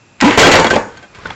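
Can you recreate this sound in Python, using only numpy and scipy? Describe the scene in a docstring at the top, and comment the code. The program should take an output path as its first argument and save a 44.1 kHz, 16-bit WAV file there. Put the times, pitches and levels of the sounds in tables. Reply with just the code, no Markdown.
"""A cluttered workbench, close up: a steel sheet is shoved along right beside one small microphone.
It knocks at 0.2 s and flexes with a rising wobble, then crashes down just before 0.4 s. Each blow
sets the steel ringing as it rattles to rest, clinking against tins and tools, its rubbing edge
squealing. At this distance the loud part overloads the microphone. From 0.8 s the sheet slides a
little over grit, and around 1.3 s it knocks twice more. Room noise and a thin whine lie far behind."""
import sys
import numpy as np
from scipy import signal
from scipy.fft import rfft, irfft
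from scipy.io import wavfile
from scipy.ndimage import uniform_filter1d

SR = 44100
rng = np.random.default_rng(int(sys.argv[2]) if len(sys.argv) > 2 else 0)


def put_to_file(sound):
    """Save the sound as 16-bit audio at rate SR, in the file named by the first command-line argument."""
    columns = np.atleast_2d(sound).T  # one column per channel
    safe = np.clip(columns, -1, 1)
    whole_steps = np.round(safe * 32767)
    wavfile.write(sys.argv[1], SR, whole_steps.astype(np.int16))


N = 59535
T = np.arange(N) / SR


def amp(db):
    """Decibels to gain."""
    return 10 ** (np.asarray(db) / 20)


def unit(x):
    """Scales to rms 1."""
    return x / np.sqrt(np.mean(x ** 2) + 1e-20)


def curve_at(points, hz):
    """Reads a table on a log-frequency axis."""
    f, value = np.transpose(points)
    return np.interp(np.log(hz + 1), np.log(f), value)


def add(mix, s, sound):
    """Mixes a sound in at time s."""
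    part = mix[round(s * SR):][:len(sound)]
    part += sound[:len(part)]


def colour(x, points, size=4096):
    """Causal filter with the given spectrum and unit power gain."""
    gain = unit(amp(curve_at(points, abs(np.fft.fftfreq(size, 1 / SR)))))
    minimum_phase = np.exp(np.conj(signal.hilbert(np.log(gain))))
    taps = np.fft.ifft(minimum_phase).real
    return signal.fftconvolve(x, taps[:size // 2])[:N]


def lowpass(x, hz, taps):
    """Linear-phase low-pass."""
    return signal.fftconvolve(x, signal.firwin(taps, hz, window="blackman", fs=SR), "same")


def ring(modes):
    """Struck modes: a sum of dying sines."""
    return sum(amp(db - 60 * T / t60) * np.sin(2 * np.pi * hz * T) for hz, db, t60 in modes)


# Colour of the sheet, close up (frequency [Hz], level [dB])
SHEET_COLOUR = [(25, -13.5), (60, -6.5), (110, -2), (160, -2.5), (230, 3.5), (400, 3), (600, 4.5), (900, 3),
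                (1300, 1.5), (2100, 3), (3200, -2), (5000, -7), (6200, -11), (7000, -6.5), (7700, -9.5),
                (9000, -9.5)]
# Its strongest modes (frequency [Hz], relative level [dB], t60 [s])
SHEET_MODES = [(208, -11.5, 0.077), (440.4, -10, 0.44), (482.6, -7, 0.48), (533, -3.5, 0.15),
               (582, -9, 0.13), (659, -5, 0.092), (688, -10.5, 0.074), (787.6, -18, 0.073), (899, 1, .22),
               (1033, 8, 0.1), (1148, 2.5, 0.19), (2078, 4.5, 0.1), (2315, 0, 0.14), (2923, -9, 0.52)]
def sheet(dense_db=-6.5, modes_db=-54):
    """Right at the microphone: the blows sound directly and set the steel ringing."""
    hits = colour(blows(), SHEET_COLOUR)
    body = amp(dense_db) * dense_ring() + amp(modes_db) * ring(SHEET_MODES)
    return hits + signal.fftconvolve(hits, body)[:N]


# Blows on the sheet (time [s], level [dB], bass re mid [dB], treble re mid [dB], decay time [s])
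SHEET_BLOWS = [(0.2032, -10.5, -41, -7, 0.0078), (0.2109, -2, -26, 0.5, 0.0041), (0.2218, -8, 7, -7, 0.023),
               (0.244, -8.5, 3, -5, 0.06), (0.276, -15.5, -6.5, -21, 0.033), (0.309, -8.5, -1, -19, 0.0058),
               (0.32, -16.5, -14, -12, 0.15), (0.3752, 12, 3.5, -3, 0.014), (0.394, 2.5, 0, 6.5, 0.0083),
               (0.415, 6, 4, 0, 0.014), (0.443, 1.5, 4.5, -28, .014), (0.467, 8.5, 5.5, -8, 0.014),
               (0.5147, 1.5, -4.5, 1, 0.018), (0.536, 2.5, 3, -15, .014), (0.555, 3, 9.5, 0.5, 0.0066),
               (.575, -27, 2, -4, .007), (.589, -10, 14, -1.5, 0.02), (0.597, -11, 3, 9.5, 0.0033),
               (.644, -3, 4, -10, 0.0094), (.667, -6.5, 3.5, -2.5, 0.0059), (0.7014, -12, -8, 1, 0.007),
               (0.7084, -9, 9.5, 1, 0.0096), (0.7301, -12, 16, -15, 0.0017), (0.7363, -8, 5, -9, 0.013),
               (0.756, -25.5, 19.5, 11.5, 0.011), (0.763, -10, 18.5, -14, 0.004),
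               (.786, -30, -6, -12, .006), (0.971, -38, 11, 10.5, 0.0038), (1.026, -37.5, 5, -2, 0.023),
               (1.148, -30.5, -11, -3, 0.015), (1.187, -33, 7.5, -3, 0.005), (1.2555, -20, 8, -19, 0.0057),
               (1.27, -37, -4, 13, 0.0034), (1.303, -16, -24, -18, 0.0036), (1.3042, -36, -14, 9, 0.0027)]
def blows(bass_hz=970, treble_hz=2920, rise_s=0.00086):
    """Each blow is a quickly dying chatter of the sheet's edge, with its own bass and treble."""
    chatter = rfft(rng.standard_normal(N))
    hz = np.fft.rfftfreq(N, 1 / SR)
    low = 1 / (1 + (hz / bass_hz) ** 4)
    high = 1 - 1 / (1 + (hz / treble_hz) ** 6)
    bass, mid, treble = (irfft(chatter * share, N) for share in (low, 1 - low - high, high))
    out = np.zeros(N)
    for s, db, bass_db, treble_db, decay_s in SHEET_BLOWS:
        t = np.maximum(T - s, 0)
        envelope = np.minimum(t / rise_s, 1) * np.exp(-t / decay_s)
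        out += amp(db) * envelope * (mid + amp(bass_db) * bass + amp(treble_db) * treble)
    return out


# Ring time of the sheet's dense modes (frequency [Hz], t60 [s])
DENSE_T60 = [(60, 0.26), (300, 0.39), (700, 0.28), (1500, .38), (3000, 0.11), (7000, .42)]
def dense_ring(delay_at_1khz_s=0.003, frame=512):
    """Countless close modes of even strength, each band dying at its own speed."""
    hz, t, bands = signal.stft(rng.choice([-1., 1.], N), SR, nperseg=frame)
    decay = amp(-60 * t / curve_at(DENSE_T60, hz)[:, None])
    _, tail = signal.istft(bands * decay, SR, nperseg=frame)
    spectrum = rfft(tail[:N])
    even = spectrum / np.sqrt(uniform_filter1d(abs(spectrum) ** 2, size=25))
    # The lower a bending wave, the later it arrives.
    phase_lag = 4 * np.pi * delay_at_1khz_s * np.sqrt(1000 * np.fft.rfftfreq(N, 1 / SR))
    return irfft(even * np.exp(-1j * phase_lag), N) * (T < T[-1] / 2)


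# Wobble of the bending sheet (time [s], pitch [Hz], level [dB])
FLEX_PATH = [(0.216, 199, -23), (0.221, 257.6, -23.5), (0.228, 271.3, 0), (0.236, 267, -14),
             (0.244, 190.6, 2.5), (0.254, 235, -0.5), (0.271, 295.3, -2), (0.293, 297, -5),
             (0.308, 297, -28), (0.361, 266, -18.5)]
# Overtones that sing with it (frequency [Hz], relative level [dB])
FLEX_OVERTONES = [(848, -12), (972, -8.5), (1252, -17)]
def flex():
    """Bending stiffens the sheet, so its low mode glides upward under a few steady overtones."""
    s, hz, db = np.transpose(FLEX_PATH)
    level = np.interp(T, s, amp(db), left=0, right=0)
    wobble = np.sin(2 * np.pi * np.cumsum(np.interp(T, s, hz)) / SR)
    overtones = sum(amp(d) * np.sin(2 * np.pi * (f * T + rng.random())) for f, d in FLEX_OVERTONES)
    return level * (wobble + overtones)


# Clinks against a tin on the bench (time [s], level [dB])
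TIN_CLINKS = [(0.4328, 9.5), (0.455, -13), (.7075, 5.5)]
# Modes of the tin (frequency [Hz], relative level [dB], t60 [s])
TIN_MODES = [(1557, -5, 0.076), (1530, -23, 0.094), (3250, -18, 0.025)]
def tin():
    """Struck by the sheet, a tin rings with a short bright clink."""
    out, clink = np.zeros(N), ring(TIN_MODES)
    for s, db in TIN_CLINKS:
        add(out, s, amp(db) * clink)
    return out


# Dry knocks (time [s], level [dB], low mode [Hz], high mode [Hz], high re low [dB], t60 [s])
BENCH_KNOCKS = [(0.211, -1.5, 1940, 5180, -4.5, 0.017), (.3083, 1, 2050, 3340, -1, 0.0077),
                (.6442, 3, 794, 4250, -8, .014), (.9735, -34, 4380, 6580, -2, 0.031),
                (1.256, -19, 510, 1030, 1, 0.014), (1.2575, -12.5, 1483, 3540, -14, 0.035),
                (1.3066, -13, 851, 3370, -4, 0.017)]
def knocks(rise_s=0.001):
    """The sheet bumps things on the bench; each knock rings two well-damped resonances."""
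    out, attack = np.zeros(N), np.minimum(T / rise_s, 1)
    for s, db, low_hz, high_hz, high_db, t60 in BENCH_KNOCKS:
        add(out, s, amp(db) * attack * ring([(low_hz, 0, t60), (high_hz, high_db, t60)]))
    return out


# Squeals of the edge (time [s], length [s], pitch [Hz], level [dB], overtone re pitch [dB])
EDGE_SQUEALS = [(.426, 0.047, 1575, -13, 7), (.597, 0.086, 901, -14, -11), (0.661, 0.025, 1586, -28, 10),
                (0.732, 0.027, 1512, -23.5, -0.5), (.86, 0.14, 1530, -45, -11),
                (.965, 0.037, 1538, -36.5, -13), (1.025, 0.035, 1540, -37, -9)]
def squeals(overtone_ratio=2.089, linewidth_hz=5.1):
    """The rubbing edge draws a wavering tone with one overtone; it swells and fades."""
    out = np.zeros(N)
    for s, length, hz, db, overtone_db in EDGE_SQUEALS:
        jitter = uniform_filter1d(rng.standard_normal(N), size=120)
        drift = np.cumsum(jitter) * np.sqrt(2 * np.pi * linewidth_hz / SR)
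        t = np.arange(0, length, 1 / SR)
        phase = 2 * np.pi * hz * t + drift[:len(t)]
        tone = np.sin(phase) + amp(overtone_db) * np.sin(overtone_ratio * phase)
        add(out, s, amp(db) * np.sin(np.pi * t / length) * tone)
    return out


# Scrape along the bench top (time [s], level [dB])
SCRAPE_LEVEL = [(0.181, -67), (.203, -41), (.82, -43), (.9, -42.5), (.99, -40.5), (1.06, -58), (1.13, -48),
                (1.16, -40.5), (1.231, -37), (1.255, -31), (1.32, -32.5), (1.35, -38)]
# Colour of the scrape (frequency [Hz], level [dB])
SCRAPE_COLOUR = [(30, 4), (80, 16), (250, 6), (700, 3.5), (1400, 8.5), (2500, -1), (4500, -7), (7500, -17)]
def slide(grains_per_s=3500, spread_db=2):
    """Grit catches under the sliding sheet in tiny clicks of uneven strength."""
    clicks = (rng.random(N) < grains_per_s / SR) * rng.choice([-1., 1.], N)
    strength = amp(spread_db * np.minimum(rng.exponential(1, N), 4))
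    s, db = np.transpose(SCRAPE_LEVEL)
    return unit(colour(clicks * strength, SCRAPE_COLOUR)) * np.interp(T, s, amp(db), left=0)


MIC_TOP_HZ = 7805
# Room tone of the workshop (frequency [Hz], relative density [dB])
ROOM_COLOUR = [(15, -25), (25, -25), (107, 9), (161, 2.5), (253, -0.5), (2170, -10.5), (2620, -10.5),
               (2890, -14.5), (6820, -17.5), (7500, -9), (9750, -46.5), (16500, -120)]
# Faint whine in the room (frequency [Hz], start level [dB], end level [dB])
ROOM_WHINE = [(2520, -61.5, -75), (2450, -69, -55), (2680, -61, -67)]
def workshop(room_db=-48):
    """Behind the bench: steady room noise and a thin whine that changes as the microphone turns."""
    room = unit(lowpass(colour(rng.standard_normal(N), ROOM_COLOUR), MIC_TOP_HZ, taps=101))
    whine = sum(amp(np.linspace(start_db, end_db, N)) * np.sin(2 * np.pi * hz * T)
                for hz, start_db, end_db in ROOM_WHINE)
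    return amp(room_db) * room + np.sqrt(2) * whine


def scene():
    """Everything that reaches the microphone on the bench, in mono."""
    return (sheet() + flex() + tin() + squeals() + knocks() + slide() + workshop())[None]


def record(dry):
    """The small narrow-band microphone overloads; its overshoots clip again before a last low-pass."""
    ceiling, knee = 0.7, 15
    squashed = dry[0] / (1 + abs(dry[0] / ceiling) ** knee) ** (1 / knee)
    clipped = np.clip(lowpass(squashed, MIC_TOP_HZ, taps=81), -ceiling, ceiling)
    return lowpass(clipped, hz=16300, taps=401)[None]


dry = scene()
out = record(dry)
put_to_file(out)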